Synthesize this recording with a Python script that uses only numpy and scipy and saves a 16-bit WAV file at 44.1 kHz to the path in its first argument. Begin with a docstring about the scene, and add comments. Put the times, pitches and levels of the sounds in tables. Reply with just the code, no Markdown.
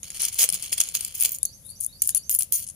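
"""Outdoors, with a stereo pair close over a small lined box of coins. Fingers rummage through the heap:
coins slide and clack, and the box rumbles where the hand presses. A handful is lifted and let go
coin by coin; the loose ones ring until a neighbour stops them. Nearby walls give a faint echo.
Far off to the right a small bird repeats a rising phrase over a low rumble and a thin hiss."""
import sys
import numpy as np
from scipy import signal
from scipy.fft import rfft, irfft, next_fast_len
from scipy.io import wavfile
from scipy.ndimage import map_coordinates

SR = 44100
rng = np.random.default_rng(int(sys.argv[2]) if len(sys.argv) > 2 else 0)


def pcm_store(signal):
    """Save signal as 16-bit PCM."""
    levels = np.round(np.clip(np.atleast_2d(signal), -1, 1) * 32767)
    wavfile.write(sys.argv[1], SR, levels.astype(np.int16).T)


N = 121275

# Colour of the boxed coins at the microphones. 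Each row: frequency in Hz, left in dB, right in dB.
HEAP_COLOUR = [(61.4, -32, -39.5), (423, -29.5, -29), (1000, -33, -29.5), (1870, -28.5, -25.5),
               (2217, -15.5, -26.5), (3270, -14.5, -11), (3750, -22, -22.5), (4380, -12.5, -9.5),
               (5750, -18.5, -9), (6710, -26, 0.5), (7430, -12.5, -3.5), (8840, 1, -10.5), (9800, 5.5, -22),
               (11100, 1, -24), (12000, -5, -9), (12830, -2.5, 1), (14050, -4, -2), (15170, -54, 3),
               (16000, -60.5, -32)]


def amp(db):
    return 10 ** (np.asarray(db) / 20)


def unit(x):
    return x / np.sqrt(np.mean(x ** 2) + 1e-20)


def along(points, hz):
    """Each column of a table, read on a log frequency axis."""
    freqs, *columns = np.transpose(points)
    return np.array([np.interp(np.log(hz + 1), np.log(freqs + 1), column) for column in columns])


def clock(length):
    return np.arange(int(length * SR)) / SR


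def decay(t, t60):
    return np.exp(-np.log(1000) * np.maximum(t, 0) / t60)


def stroke(t, length, attack_s=0.0054, release_t60=0.053):
    """Quick rise, hold, release."""
    return np.minimum(t / attack_s, 1) * decay(t - length, release_t60)


def add(bus, start, x):
    """Mix x into the bus from start, in seconds."""
    part = bus[:, max(round(start * SR), 0):][:, :x.shape[-1]]
    part += x[..., :part.shape[1]]


def coloured(x, gain_db):
    """x through the minimum-phase filter with this gain (dB as a function of Hz)."""
    size = 2 * next_fast_len(x.shape[-1] // 2 + 1024)
    cepstrum = irfft(np.log(amp(gain_db(np.fft.rfftfreq(size, 1 / SR)))), size)
    cepstrum[..., 1:size // 2] *= 2
    cepstrum[..., size // 2 + 1:] = 0
    return irfft(rfft(x, size) * np.exp(rfft(cepstrum)), size)[..., :x.shape[-1]]


def noise(size, alike=0.61):
    """Stereo white noise; alike is the share of its power common to both microphones."""
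    white = rng.standard_normal((3, size))
    return np.sqrt(alike) * white[0] + np.sqrt(1 - alike) * white[1:]


def outdoors():
    """A low distant rumble, much the same at both microphones, and a wide, thin hiss."""
    # Each row: frequency in Hz, rumble gain in dB.
    rumble_colour = [(12, -50), (20, -11.5), (92, -2.5), (197, -12), (393, -28), (538, -21.5), (649, -27),
                     (3000, -64), (3900, -63), (6600, -120)]
    # Each row: frequency in Hz, hiss gain left and right in dB.
    hiss_colour = [(505, -23, -23.5), (4100, -20, -20.5), (6940, -18, -9.5), (8100, -11, -24),
                   (11400, 2.5, -15.5), (13700, -37, -20), (15200, -16, -12), (15700, -58, -47)]
    rumble = coloured(noise(N, alike=0.84), lambda hz: along(rumble_colour, hz))
    hiss = coloured(noise(N, alike=0), lambda hz: along(hiss_colour, hz))
    return amp(-55.5) * unit(rumble) + amp(-52.5) * unit(hiss)


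def echo(x):
    """The diffuse answer of nearby walls, treble dying first."""
    # Each row: frequency in Hz, t60 of the echo in seconds.
    decay_times = [(300, 0.86), (6000, 0.21), (15000, 0.075)]
    hz, t, spectra = signal.stft(rng.standard_normal((2, SR // 2)), SR, nperseg=256)
    tail = signal.istft(spectra * decay(t, along(decay_times, hz).T), SR, nperseg=256)[1]
    return signal.fftconvolve(x, tail / np.linalg.norm(tail[0]), axes=1)[:, :N]


def bird(waver=0.0087, echo_db=0.5, pan_db=4.5):
    """Far off to the right, a whistle climbs in steps: once alone, later four times running."""
    # One phrase. Each row: seconds into it, pitch in Hz, relative level in dB.
    contour = [(0, 3400, -28), (0.021, 3750, -8.5), (0.045, 3950, -26), (.058, 4350, -5.5),
               (0.101, 4800, -7), (0.114, 5000, -42), (.124, 5500, -6), (0.139, 6300, -3),
               (.17, 6400, -11.5), (.185, 6350, -35)]
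    # Each row: start of a phrase in seconds, gain in dB.
    phrases = [(.008, -52), (1.403, -46), (1.634, -47.5), (1.87, -48), (2.108, -46)]
    out, t = np.zeros((2, N)), clock(.19)
    when, pitch, level = np.transpose(contour)
    for start, db in phrases:
        drift = 1 + waver * np.interp(t, np.linspace(0, t[-1], 40), rng.standard_normal(40))
        hz = np.interp(t, when, pitch) * drift
        add(out, start, amp(db + np.interp(t, when, level)) * np.sin(2 * np.pi * np.cumsum(hz) / SR))
    return (out + amp(echo_db) * echo(out)) * amp([[-pan_db], [pan_db]])


def box_resonance(x, t60=0.1):
    """The box's hollow rings on faintly at a few fixed pitches after each clack."""
    # Each row: cavity resonance in Hz, relative level in dB.
    modes = [(3013, -22), (3439, -28), (6630, -20), (6920, -22), (7294, -23)]
    t = clock(.3)
    response = sum(amp(db) * unit(np.sin(2 * np.pi * hz * t) * decay(t, t60)) for hz, db in modes)
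    return signal.fftconvolve(x, response[None] / np.sqrt(len(t)), axes=1)[:, :N]


def box():
    """The box rumbles as the hand presses the heap against it, and answers two knocks."""
    # Each row: start of a push in seconds, length in seconds, level in dB.
    pushes = [(0.21, 0.057, -66), (0.387, 0.025, -50), (0.422, 0.023, -43.5), (0.489, 0.094, -66),
              (0.716, 0.012, -51), (1.237, 0.023, -52)]
    # Each row: frequency in Hz, gain of the box in dB.
    box_colour = [(150, -5), (290, -16), (430, 6.5), (680, 1.5), (860, -8.5), (1150, -18), (5000, -57)]
    # Each row: start of a knock in seconds, resonance in Hz, level in dB, t60 in seconds.
    knocks = [(0.528, 178.3, -42.5, 0.17), (2.092, 1706, -36.5, 0.015)]
    out, t = np.zeros((2, N)), clock(.25)
    for start, length, db in pushes:
        rumble = coloured(noise(len(t)), lambda hz: along(box_colour, hz))
        add(out, start, amp(db) * stroke(t, length) * unit(rumble))
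    for start, hz, db, t60 in knocks:
        add(out, start, amp(db) * np.sin(2 * np.pi * hz * t) * decay(t, t60))
    return out


def in_box(x, body_db, top_db, ripple_db=4.5, ripple_hz=382.2):
    """The heap's colour, with body (under 5 kHz), top (over 12 kHz) and one chance coin's treble peaks."""
    # Each row: frequency in Hz, body shelf in dB, top shelf in dB.
    shelves = [(1500, body_db, 0.0059), (3040, body_db, 0), (5000, 0.61 * body_db, 0.0041),
               (9950, 0.018, 0.024), (10690, 0.016, 0.02), (13000, 0.018, top_db)]
    peaks = ripple_db * np.clip(rng.standard_normal(256), -2, 2)

    def gain_db(hz):
        ripple = np.minimum(hz / 7000, 1) * map_coordinates(peaks, [hz / ripple_hz], mode="nearest")
        return along(HEAP_COLOUR, hz) + along(shelves, hz).sum(0) + ripple
    return coloured(x, gain_db)


def rings(split_hz=90, stop_t60=0.015):
    """A loose coin rings on a close, beating pair of modes until another lands on it."""
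    # Each row: start in seconds, pitch in Hz, level in dB, t60 in seconds, seconds until stopped.
    loose_coins = [(1.319, 13000, -32, 0.17, .05), (2.148, 9870, -22, 0.34, 0.036),
                   (2.15, 10880, -21.5, 0.56, 0.032), (2.296, 13160, -22, 0.23, 0.038),
                   (2.33, 10950, -26.5, 0.34, 0.03), (2.348, 13300, -34, 0.24, .3),
                   (2.355, 10020, -21.5, 0.22, 0.014), (2.392, 10000, -18, 0.24, 0.0094),
                   (2.39, 11050, -26, 0.21, 0.056), (2.521, 13500, -26, 0.34, 0.13)]
    out, t = np.zeros((2, N)), clock(.35)
    for start, hz, db, t60, free_s in loose_coins:
        upper_hz = hz + split_hz * rng.uniform(0.47, 1.47)
        phase = rng.uniform(0, 2 * np.pi, (2, 1))
        pair = np.sin(2 * np.pi * hz * t) + amp(-0.5) * np.sin(2 * np.pi * upper_hz * t + phase)
        balance = unit(amp(along(HEAP_COLOUR, np.array([hz]))))
        add(out, start, amp(db) * balance * pair * decay(t, t60) * decay(t - free_s, stop_t60))
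    return out


def slides(coins=3, ticks_per_s=420, spread_db=2, tick_t60=0.011, rub_db=-5):
    """A few coins at a time skip over each other's relief: tiny uneven ticks over a little rubbing."""
    # Each row: start of a slide in seconds, length in seconds, level in dB, body in dB, top in dB.
    moves = [(0.03, 1.273, -42.5, 12.5, -6), (0.141, 0.033, -35.5, 11.5, -8),
             (0.194, 0.059, -26.5, 8.5, -12), (0.255, 0.033, -31.5, 11.5, -3), (0.32, 0.12, -36, 6.5, -8),
             (0.384, 0.064, -17, 6, -3.5), (0.523, 0.034, -28.5, 8.5, -4), (0.621, 0.039, -33.0, 10.5, -4),
             (0.718, 0.018, -23.5, 6, -4.0), (0.775, 0.012, -25, 10.5, -9), (0.798, 0.013, -21, 10, -4),
             (0.816, 0.088, -38, 7, -13), (0.938, 0.031, -27, 9.5, -0.5), (0.982, 0.099, -38.5, 10, 2),
             (1.14, 0.057, -34.5, 2, 3.5), (1.2, 0.067, -30.5, 16.5, 9), (1.243, 0.0091, -19.5, 8, -1),
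             (1.267, 0.093, -35.5, -2, 1.5), (1.645, 0.066, -41, -48, -23), (1.799, 0.057, -32.5, -15, -8),
             (2.027, 0.08, -30, -10, -7), (2.146, 0.027, -31.5, 2, -26), (2.3, 0.057, -27, -2.5, 1.5),
             (2.387, 0.048, -30.5, 0, 1), (2.523, 0.04, -21.5, -5.5, 0.5), (2.565, 0.036, -31.5, 2.5, 3),
             (2.608, 0.036, -36, -1, -8), (2.662, 0.039, -36, -8.5, -33)]
    out = np.zeros((2, N))
    for start, length, db, body_db, top_db in moves:
        t = clock(np.ceil(length * 10) / 10 + .1)
        rate = ticks_per_s * amp(.6 * (db + 30.5)) / coins  # louder slides tick faster
        chatter = 0
        for _ in range(coins):
            ticks = rng.random(len(t)) < rate / SR
            sizes = amp(spread_db * np.clip(rng.standard_normal(len(t)), -2, 2))
            power = signal.lfilter([1], [1, -decay(1 / SR, tick_t60) ** 2], (ticks * sizes) ** 2)
            envelope = unit(np.sqrt(power)) + amp(rub_db)
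            chatter += in_box(noise(len(t)) * envelope, body_db, top_db)
        held_rms = np.sqrt(np.mean(chatter[:, t < length] ** 2))
        add(out, start, amp(db) * chatter * stroke(t, length) / held_rms)
    return out


def chink(t, modes=9, t60=0.011):
    """The quickly damped modes of the coins around a contact."""
    hz = rng.uniform(5480, 15030, (modes, 1))
    phase = rng.uniform(0, 2 * np.pi, (2, modes, 1))
    return unit(np.sin(2 * np.pi * hz * t + phase).sum(1)) * decay(t, t60)


def contacts(attack_s=0.00037, click_t60=0.0095, chink_db=-19.5):
    """Close up, coin strikes coin: a hard click and a short chink. Coins in the heap have more body."""
    # Each row: start in seconds, level of the first 3 ms in dB, body in dB, top in dB.
    strikes = [(0.0309, -28.5, 6, -16), (0.103, -28, 4, -19), (0.2188, -17, -29, -13),
               (0.232, -19, 0.5, -14), (0.2513, -15, -4, -3), (0.285, -24, 2, -4), (0.3433, -28, -11, -4),
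               (0.4303, -11, 3, -3), (0.4398, -18, 15, 2), (0.4895, -14, 4, -9), (0.5006, -18, 3.5, -6),
               (0.525, -19, 0.5, -7), (0.542, -19, -6, -10), (0.6245, -24.5, -8, -13),
               (0.7279, -16.5, 4, -19), (0.7803, -23.5, 9, -2), (0.803, -10, 1, -15),
               (0.8128, -15, -5, -12), (0.837, -25, 1, -4), (0.888, -25.5, 5, -11), (0.9512, -15, 5, -1),
               (1.0081, -21, 9, -8), (1.0484, -20, -2, -5), (1.154, -29.5, -11, 8),
               (1.2005, -19.5, -16, -1), (1.2081, -14.5, -29, -9), (1.2146, -16.5, -24, -5),
               (1.224, -12, -7, 3), (1.2351, -15.5, -4, 0), (1.25, -15, 6, -11), (1.2579, -15.5, 3, -6),
               (1.2925, -23.5, -7, -3), (1.319, -22, -6, 5), (1.3476, -27, -4, -11),
               (1.3854, -29.5, -8, -8), (1.43, -12.5, -18, -16), (1.4523, -17, -13, -17),
               (1.4563, -21.5, -13, -4), (1.8083, -20, -38, -12), (1.8377, -25.5, -27, -12),
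               (1.8464, -22.5, -23, -9), (1.8633, -18, -38, -11), (2.0195, -11.5, -8.5, -3.5),
               (2.0233, -13.5, -5, -4.5), (2.0745, -13.5, -37, -5), (2.0914, -15, -4.5, -10.5),
               (2.1476, -13, -14, -5.5), (2.171, -18.5, -8, -7), (2.177, -20, -13, -6),
               (2.295, -16, -5.5, -10), (2.3127, -21, -15, -2), (2.343, -17.5, -19, 1),
               (2.3485, -13.5, -15, 1), (2.388, -15, -28, -1.5), (2.408, -20, -2, -1),
               (2.422, -19.5, -5, -4), (2.4316, -21.5, -5, 0), (2.5231, -13.5, -7, -2),
               (2.556, -21, -15, 2), (2.6886, -32.5, -18, -12)]
    out, t = np.zeros((2, N)), clock(.06)
    for start, db, body_db, top_db in strikes:
        blow = noise(len(t)) * decay(t, click_t60) + amp(chink_db) * chink(t)
        clack = in_box(blow * np.minimum(t / attack_s, 1), body_db, top_db)
        onset_rms = np.sqrt(np.mean(clack[:, t < .003] ** 2))
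        add(out, start, amp(db) * clack / onset_rms)
    return out


def scene():
    """The coins close and nearly dry, the bird and the rumble far behind."""
    coins = contacts() + slides() + rings() + box()
    return coins + .5 * box_resonance(coins) + amp(-15) * echo(coins) + bird() + outdoors()


def record(dry):
    """The highest peaks are rounded off; nothing is kept above the band limit."""
    ceiling, top_hz = .8, 16400
    size = next_fast_len(N + SR // 4)
    rounded = dry / (1 + (dry / ceiling) ** 4) ** .25
    in_band = np.fft.rfftfreq(size, 1 / SR) < top_hz
    return irfft(rfft(rounded, size) * in_band, size)[:, :N]


dry = scene()
out = record(dry)
pcm_store(out)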